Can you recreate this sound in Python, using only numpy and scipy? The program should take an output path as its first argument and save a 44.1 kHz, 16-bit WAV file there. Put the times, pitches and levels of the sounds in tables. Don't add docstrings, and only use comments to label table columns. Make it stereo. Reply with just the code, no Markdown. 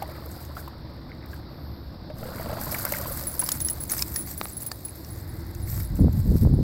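import sys
import numpy as np
from scipy import signal
from scipy.fft import rfft, irfft, next_fast_len
from scipy.io import wavfile
from scipy.ndimage import map_coordinates

SR = 44100
rng = np.random.default_rng(int(sys.argv[2]) if len(sys.argv) > 2 else 0)


def transcribe(u):
    v = np.clip(np.atleast_2d(u).T, -1, 1)
    q = np.round(v * 32767).astype(np.int16)
    wavfile.write(sys.argv[1], SR, q)


N = 292368


# time in seconds, relative slosh level in dB.
LEG_EFFORT = [(0, -45.5), (0.5, -49.5), (0.8, -54), (2.13, -55), (2.27, -43.5), (2.55, -41.5),
              (3.05, -41.5), (3.3, -47), (4.8, -64.5)]
# time in seconds, level in dB.
BODY_HEAVE = [(0, -50.5), (1.8, -46.5), (2.5, -37), (3.1, -46), (4.3, -45), (4.8, -64)]
# frequency in Hz, relative density in dB.
CHURN_SPECTRUM = [(200, -10), (390, -8), (560, 0.5), (800, -7), (1500, -4.5), (2250, -10.5), (2900, -13.5),
                  (4800, 2.5), (9000, -71)]
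# frequency in Hz, likeness from 0 to 1.
NEAR_LIKENESS = [(700, 1), (1400, 0.37), (3100, 0.5), (6000, .05)]


def wading():
    slosh_db, = curves(LEG_EFFORT)
    heave_db, = curves(BODY_HEAVE)
    froth = np.array([
        grains(count=4500, size=700, hz=1294, octaves=0.902, cycles=3.9, spread_db=0.0, rise=0.023)
        for _ in range(2)])
    water = froth + 0.9 * noise()
    clear_bubbles = grains(count=1200, size=1100, hz=1200, octaves=0.55, cycles=6, spread_db=2, rise=0.05)
    water[0] += 0.8 * clear_bubbles
    surges = amp(1.6 * wobble(35))
    churn = amp(slosh_db + 1) * surges * coloured(water, CHURN_SPECTRUM, NEAR_LIKENESS)
    heave_spectrum = [(80, -9.5), (135, -5.0), (215, -9.0), (330, -16), (1100, -110)]
    heave = amp(heave_db) * coloured(noise(), heave_spectrum, NEAR_LIKENESS)
    return churn + heave


# start in seconds, relative level in dB, cavity pitch in Hz.
PAW_PLUNGES = [(0.022, -15, 760), (0.568, -21, 1280), (0.676, -24.5, 990), (1.117, -32, 2000),
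               (1.332, -27, 1540), (2.1, -23, 580), (2.228, -23, 594), (2.253, -25, 477), (2.287, -25, 530),
               (2.397, -22, 620), (2.459, -20.5, 563), (2.495, -19, 556), (2.527, -19.5, 605),
               (2.57, -21.5, 640), (2.584, -25, 960), (2.668, -24, 1000), (2.723, -19.5, 580),
               (2.746, -15.5, 2150), (2.851, -21.5, 694), (2.866, -20, 1460), (2.921, -21, 553),
               (2.937, -17, 2070), (2.947, -21, 1520), (3.057, -21.5, 966), (3.424, -20, 933)]


def plunges():
    water, t = np.zeros(N), np.arange(SR // 12) / SR
    slap = np.exp(-t / 0.006)
    for s, db, hz in PAW_PLUNGES:
        gulp = bubble(t, hz, cycles=4.8, rise=0.05)
        add(water, s, amp(db - 5) * gulp)
        add(water, s, amp(db - 14.5) * slap * rng.standard_normal(len(t)))
        shed_hz = (hz * hz * 1300) ** (1 / 3)
        for _ in range(9):
            late = rng.exponential(0.007)
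            pitch = shed_hz * np.exp(0.3 * rng.standard_normal())
            small = rng.random() * bubble(t, pitch, cycles=4, rise=0.04)
            add(water, s + late, amp(db - 14.5) * small)
    return filtered(water, lambda hz: 1 / (1 + 1j * hz / 2400 - (hz / 2400) ** 2))


# start in seconds, level in dB, length in seconds.
LEG_TRICKLES = [(0.125, -53, 0.02), (1.1, -56, 0.019), (1.22, -53, 0.025), (2.36, -49, 0.049)]
# frequency in Hz, relative density in dB.
TRICKLE_SPECTRUM = [(600, -18), (1300, -4), (2000, -2), (2500, -7), (3200, -32)]


def trickles():
    level = np.sqrt(swells(LEG_TRICKLES, rise=0.015, fall=0.028))
    beads = np.array([
        grains(count=4000, size=400, hz=1800, octaves=0.38, cycles=2.2, spread_db=3.5, rise=0.029)
        for _ in range(2)])
    return level * coloured(beads, TRICKLE_SPECTRUM, NEAR_LIKENESS)


# start in seconds, relative level in dB, length in seconds.
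RAINING_SPLASHES = [(0.32, -52, 0.13), (0.58, -48.5, 0.013), (1.31, -58, 0.043), (2.195, -51.5, 0.023),
                    (2.4, -45, 0.026), (2.62, -39.5, 0.12), (2.74, -35.5, 0.24), (3.09, -38.5, 0.11)]
# start in seconds, relative level in dB, length in seconds.
GRASS_STRIDES = [(3.42, -39, 0.13), (3.92, -34, 0.016), (3.988, -32, 0.017), (4.07, -40.5, 0.1),
                 (4.29, -37.5, 0.023), (4.39, -44, 0.11), (4.62, -43, 0.023), (5.0, -54.5, 0.19),
                 (5.69, -40.5, 0.12), (5.97, -51, 0.021), (6.14, -51.5, 0.18), (6.36, -47, 0.076)]


def patter_level():
    spray_db, full_effort_db, spray_growth = -44.5, -40, 1.94
    soaked_s, soaked_rise_s, drip_db, drain_db_per_s = 3.05, 0.13, -43, 5
    effort_db, = curves(LEG_EFFORT)
    spray = amp(spray_db + spray_growth * (effort_db - full_effort_db))
    drain_s = 20 / np.log(10) / drain_db_per_s
    coat = amp(drip_db) * swell(soaked_s, 0, soaked_rise_s, drain_s)
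    splash_power = swells(RAINING_SPLASHES, rise=0.03, fall=0.049)
    stride_power = swells(GRASS_STRIDES, rise=0.024, fall=0.035)
    return 10 * np.log10(spray ** 2 + coat ** 2 + splash_power + stride_power)


# frequency in Hz, relative level in dB.
SPRAY_SPECTRUM = [(1200, -5), (2200, -8.5), (3100, -21.5), (4900, -8), (6300, -13), (8500, -5),
                  (10000, -11.5), (11200, 0.5), (12500, 6), (14500, 1)]


def patter():
    fine = np.array([
        grains(count=5000, size=64, hz=8060, octaves=0.8, cycles=0.28, spread_db=-1, rise=0)
        for _ in range(2)])
    pings = np.array([
        grains(count=1500, size=200, hz=8500, octaves=0.5, cycles=6, spread_db=2.2, rise=0)
        for _ in range(2)])
    drops = 0.7 * fine + 0.7 * pings + 0.8 * noise()
    clumps = np.sqrt(0.55 + 0.45 * crackle(count=1300, decay_s=0.003, spread_db=3.3) ** 2)
    level = amp(patter_level() + 5.0 + 1.3 * wobble(45))
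    return level * clumps * coloured(drops, SPRAY_SPECTRUM)


# start in seconds, relative level in dB.
WATER_SPATS = [(0.025, -24), (0.26, -29.5), (0.41, -33), (0.569, -33), (0.679, -31.5), (1.259, -36),
               (1.341, -35), (2.613, -16.5), (2.725, -15), (2.787, -16), (2.851, -7.5), (2.9219, -7),
               (3.012, -18), (3.121, -20), (3.21, -18.5), (3.269, -21), (3.34, -21)]


def spats():
    out, t = np.zeros((2, N)), np.arange(SR // 40) / SR
    rise_s, fall_s = 0.0003, 0.003
    life = (1 - np.exp(-t / rise_s)) * np.exp(-t / fall_s)
    for s, db in WATER_SPATS:
        add(out, s, amp(db - 3) * life * rng.standard_normal((2, len(t))))
    return filtered(out, lambda hz: amp(along(SPRAY_SPECTRUM, hz)))


def touches(count):
    start, end = 2.7, 6.6
    level_db, fade_db_per_s, scatter_db, hold_s = -33, 3, 0.5, 0.024
    late = rng.random(count) * (end - start)
    level = level_db - fade_db_per_s * late + scatter_db * rng.standard_normal(count)
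    return [(start + s, db, hold_s) for s, db in zip(late, level)]


# start in seconds, relative level in dB, ringing time before they damp each other in seconds.
TAG_CLASHES = [(3.269, -21, 0.025), (3.393, -12, 0.013), (3.4386, -17.5, 0.0078), (3.5184, -13.5, 0.0081),
               (3.6104, -17, 0.02), (3.647, -18, 0.025), (3.698, -13.5, 0.012), (3.8028, -24, 0.027),
               (3.836, -12, 0.0035), (3.9165, -15.5, 0.015), (4.1588, -20.5, 0.027), (4.1835, -23, 0.053),
               (4.3774, -21, 0.012), (4.4393, -28, 0.013), (4.568, -23.5, 0.013), (4.617, -23.5, 0.018),
               (4.663, -18.5, 0.013), (4.8496, -23.5, 0.015)]
# frequency in Hz, relative level in dB.
TAG_MODES = [(10680, 6), (10800, 2), (15340, -5), (15490, -4)]


def tags():
    out, t = np.zeros((2, N)), np.arange(SR // 6) / SR
    hz, level = np.transpose(TAG_MODES)[:, :, None]
    for s, db, hold in list(TAG_CLASHES) + touches(count=17):
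        pitch = hz + 40 * rng.standard_normal(hz.shape)
        chatter = np.cumsum(rng.standard_normal((len(hz), len(t))), axis=1) * np.sqrt(200 / SR)
        phase = 2 * np.pi * rng.random((2, len(hz), 1))
        strength = amp(level + 2.0 * rng.standard_normal(phase.shape))
        modes = strength * np.sin(2 * np.pi * pitch * t + phase + chatter)
        clash = np.exp(-(t / max(hold, 0.003)) ** 1.8)
        touch = amp(-15) * np.exp(-((t - rng.uniform(0.018, 0.05)) / 0.004) ** 2)
        free_ring = amp(-27 - 60 * t / 0.15)
        life = (clash + touch + free_ring) * (1 - np.exp(-t / 0.0008))
        scrape = amp(-20.5) * clash * np.diff(rng.standard_normal((2, len(t) + 1)))
        add(out, s, amp(db - 2.0) * (life * unit(modes.sum(axis=1)) + scrape))
    return out


# time in seconds, relative level in dB, pitch in Hz.
STALK_SNAPS = [(3.415, -17.5, 10400), (3.489, -8.5, 12900), (3.5174, -10.5, 6900), (3.603, -14, 11200),
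               (3.6853, -15, 5360), (3.897, -18, 6400), (3.9914, -15, 5150), (4.0221, -7, 5290),
               (4.16, -11, 10250), (4.7157, -17.5, 4650), (4.884, -34, 2400), (5.0463, -30.5, 5500),
               (5.549, -29.5, 12700), (5.674, -32.5, 2160), (5.804, -29, 2250)]


def ticks():
    out, t = np.zeros((2, N)), np.arange(SR // 25) / SR
    lead = 1 / 100
    away = np.abs(t - lead) * np.where(t < lead, 2, 1)
    flick = np.exp(-away / 0.0021) + amp(-9) * np.exp(-away / 0.008)
    for s, db, hz in STALK_SNAPS:
        add(out, s + 0.001104 - lead, amp(db - 13.5) * flick * rng.standard_normal((2, len(t))))
        add(out, s + 0.0009, amp(db - 4) * bubble(t, hz, cycles=8.3, rise=0))
        for late, side_hz in zip(rng.uniform(0, 0.003, 4), rng.uniform(1500, 7500, 4)):
            add(out, s + late, amp(db - 15) * bubble(t, side_hz, cycles=9.6, rise=0))
    colour = [(300, -13), (1500, -1), (3100, -11), (4800, 0.0), (15000, 3)]
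    return filtered(out, lambda hz: amp(along(colour, hz)))


# time in seconds, relative level in dB.
CAMERA_DROPS = [(3.489, -24), (4.413, -16), (4.455, -24.5), (4.716, -26)]
# frequency in Hz, relative level in dB, 60 dB decay time in seconds.
CAMERA_MODES = [(840, -11.5, 0.016), (1230, 2.5, 0.0067), (2180, 5, 0.0022), (3880, -3, 0.005)]


def taps():
    out, t = np.zeros(N), np.arange(SR // 40) / SR
    knock = sum(amp(db - 60 * t / t60) * np.sin(2 * np.pi * hz * t) for hz, db, t60 in CAMERA_MODES)
    for s, db in CAMERA_DROPS:
        add(out, s + 0.00057, amp(db - 2.5) * knock)
    return out


# time in seconds, strength in dB at the left port.
BREEZE_STRENGTH = [(0, -56), (2.7, -51), (2.95, -41.5), (4.3, -45), (5.0, -56), (5.12, -39.5), (5.9, -27),
                   (6.63, -26)]
# start in seconds, length in seconds, left level in dB, right level in dB.
PORT_GUSTS = [(3.558, 0.057, -32, -33), (5.921, 0.021, -27, -19.5), (5.999, 0.067, -11, -33),
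              (6.15, 0.051, -19, -18.5), (6.27, 0.079, -13, -36), (6.425, 0.053, -12, -34),
              (6.507, 0.11, -13, -37)]


def wind_force():
    breeze_db, = curves(BREEZE_STRENGTH)
    right_extra_db = 2
    side_db = np.array([[0], [right_extra_db]])
    unsteady_db = 2.3 * np.array([wobble(8.6), wobble(6.3)])
    breeze = amp(breeze_db + side_db + unsteady_db)
    s, length, *ports_db = np.transpose(PORT_GUSTS)
    gusts = np.array([swells(zip(s, db, length), rise=0.017, fall=0.039) for db in ports_db])
    return np.sqrt(breeze ** 2 + gusts)


# frequency in Hz, relative density in dB.
BUFFET_SPECTRUM = [(15, -31), (35, -8), (75, -1), (120, -5), (200, -17), (350, -43), (800, -83)]
# frequency in Hz, relative density in dB.
EDDY_SPECTRUM = [(40, -26.5), (120, 3), (210, 1.5), (400, -17), (700, -34), (1300, -56), (4000, -90)]


def wind():
    force = wind_force()
    rumble = force * coloured(noise(), BUFFET_SPECTRUM)
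    bursts = amp(2.2 * wobble(90))
    hardness = np.minimum(force / amp(-10.5), 1) ** 1.1
    eddies = force * hardness * amp(-2.5) * bursts * coloured(noise(), EDDY_SPECTRUM)
    return rumble + eddies


# centre time in seconds, relative level in dB, width in seconds.
EDDY_SLAPS = [(5.995, -18.5, 0.00083), (6.046, -13, 0.00098), (6.083, -17, 0.00066), (6.294, -20, 0.0015),
              (6.318, -15, 0.0014), (6.357, -8.5, 0.0014), (6.452, -18.5, 0.00065), (6.473, -9.5, 0.0011),
              (6.54, -5, 0.0017), (6.591, -9.5, 0.0014)]


def slaps():
    out, t = np.zeros((2, N)), np.arange(N) / SR
    swing = lambda u: (1 - 2 * u ** 2) * np.exp(-u ** 2)
    for s, db, width in EDDY_SLAPS:
        u = (t - s) / width
        out[0] += amp(db - 1) * (swing(u) + 0.2 * swing(2 * u))
    return out


# time in seconds, pitch in Hz, relative level in dB.
FAR_WHISTLE = [(1.46, 12100, -73), (1.53, 12800, -61), (1.58, 12550, -63), (1.63, 13150, -58),
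               (1.74, 12350, -61), (1.85, 11950, -64), (1.95, 11800, -72)]


def whistle():
    hz, db = curves(FAR_WHISTLE)
    t = np.arange(N) / SR

    def tone(ratio):
        wavering_hz = ratio * hz + 70 * wobble(120) + 60 * wobble(20)
        return np.sin(2 * np.pi * np.cumsum(wavering_hz) / SR)
    sounding = (t > FAR_WHISTLE[0][0]) * (t < FAR_WHISTLE[-1][0])
    return amp(db - 1.5) * sounding * (tone(1) + 0.65 * tone(1.1))


# frequency in Hz, relative density in dB.
CREEK_SPECTRUM = [(43, -40), (54, -2), (147, -4.5), (171, -11.5), (338, -11.5), (387, -17.5), (1000, -23),
                  (2600, -51), (4000, -85)]
# frequency in Hz, likeness from 0 to 1.
FAR_LIKENESS = [(180, 1), (550, 0.49), (1650, 0)]


def creek():
    return amp(-41.5 + 0.36 * wobble(5.95)) * coloured(noise(), CREEK_SPECTRUM, FAR_LIKENESS)


# time in seconds, relative low drone level in dB, higher drone level in dB, rush level in dB.
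DISTANT_LEVELS = [(0, -45.5, -52, -59.5), (1.4, -40, -54.5, -60), (2, -47, -58, -61.5),
                  (4.2, -43, -47, -54.5), (4.8, -58, -54.5, -61), (5.3, -40, -46, -52.5),
                  (6.63, -47, -57, -61)]


def distance():
    low_db, higher_db, rush_db = curves(DISTANT_LEVELS)
    low_band = [(48, -68), (67, -5.0), (74, 8.0), (130, -130)]
    higher_band = [(200, -73), (280, -11.0), (340, 1.5), (520, -120)]
    rush_band = [(300, -6), (1100, -6.0), (1600, -1.5), (2080, -1.5), (2400, -15.0), (6500, -100)]
    low = amp(low_db - 2) * coloured(noise(), low_band, FAR_LIKENESS)
    higher = amp(higher_db) * coloured(noise(), higher_band, FAR_LIKENESS)
    rush = amp(rush_db) * coloured(noise(), rush_band)
    return low + higher + rush


# frequency in Hz, relative density in dB.
HISS_SPECTRUM = [(2200, 0), (3100, -3.5), (3700, 9), (4500, 12), (5300, 7.5), (6200, -18.5), (7800, -33),
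                 (10000, -37), (12500, -1), (15500, -16)]


def hiss():
    return amp(-56) * coloured(noise(), HISS_SPECTRUM)


def amp(db):
    return 10 ** (np.asarray(db) / 20)


def unit(x):
    return x / np.sqrt(np.mean(x ** 2) + 1e-20)


def along(points, hz):
    f, v = np.transpose(points)
    return np.interp(np.log(hz + 1), np.log(f), v)


def curves(rows):
    s, *cols = np.transpose(rows)
    return [np.interp(np.arange(N) / SR, s, c) for c in cols]


def wobble(rate):
    knots = rng.standard_normal(int(N * rate / SR) + 4)
    return map_coordinates(knots, [np.arange(N) * rate / SR])


def filtered(x, response):
    size = next_fast_len(N + SR // 4)
    return irfft(rfft(x, size) * response(np.fft.rfftfreq(size, 1 / SR)), size)[..., :N]


def add(track, s, sound):
    room = track[..., max(round(s * SR), 0):][..., :sound.shape[-1]]
    room += sound[..., :room.shape[-1]]


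def noise():
    return rng.standard_normal((2, N))


def coloured(pair, spectrum, alike=((100, 0),)):
    def mid_side(hz):
        turn = np.arccos(np.clip(along(alike, hz), -1, 1)) / 2
        return amp(along(spectrum, hz)) * np.array([np.cos(turn), np.sin(turn)])
    mid, side = filtered(pair, mid_side)
    return unit(np.array([mid + side, mid - side]))


def bubble(t, hz, cycles, rise):
    age = t * hz / cycles
    tone = np.sin(2 * np.pi * hz * t * (1 + rise * np.minimum(age, 2) / 2))
    return tone * np.exp(-age) * (1 - np.exp(-2 * t * hz))


def grains(count, size, hz, octaves, cycles, spread_db, rise):
    start = rng.integers(0, N, count)
    pitch = np.minimum(hz * 2 ** (octaves * rng.standard_normal((count, 1))), SR / 3)
    strength = amp(spread_db * np.minimum(rng.exponential(size=(count, 1)), 4))
    waves = strength * bubble(np.arange(size) / SR, pitch, cycles, rise)
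    places = (start[:, None] + np.arange(size)).ravel()
    return unit(np.bincount(places, waves.ravel(), N + size)[:N])


def crackle(count, decay_s, spread_db):
    strength = amp(spread_db * np.minimum(rng.exponential(size=count), 3.5))
    hits = np.bincount(rng.integers(0, N, count), strength ** 2, N)
    power = signal.lfilter([1], [1, -np.exp(-2 / (decay_s * SR))], hits)
    return unit(np.sqrt(power))


def swell(s, hold, rise, fall):
    t = np.arange(N) / SR - s
    return np.exp(-(np.minimum(t, 0) / rise) ** 2 - np.maximum(t - hold, 0) / fall)


def swells(rows, rise, fall):
    return sum((amp(db) * swell(s, hold, rise, fall)) ** 2 for s, db, hold in rows)


def scene():
    water = wading() + plunges() + trickles() + patter() + spats()
    close = tags() + ticks() + taps()
    gusty = wind() + slaps()
    far = whistle() + creek() + distance() + hiss()
    return water + close + gusty + far


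# frequency in Hz, left-to-right ratio in dB.
PORT_BALANCE = [(100, 0.5), (380, 3.5), (700, 5), (1300, 8), (2400, 8), (4400, 18.5), (8000, 20.5),
                (10700, 2.5), (12500, -3), (15000, -9)]


def record(dry):
    top_hz = 15900

    def ports(hz):
        ratio = amp(along(PORT_BALANCE, hz))
        return np.array([2 * ratio, 2 + 0 * ratio]) / (1 + ratio)
    heard = filtered(dry, ports)
    rounded = heard / (1 + heard ** 6) ** (1 / 6)
    return filtered(rounded, lambda hz: 1 / (1 + (hz / top_hz) ** 160))


dry = scene()
out = record(dry)
transcribe(out)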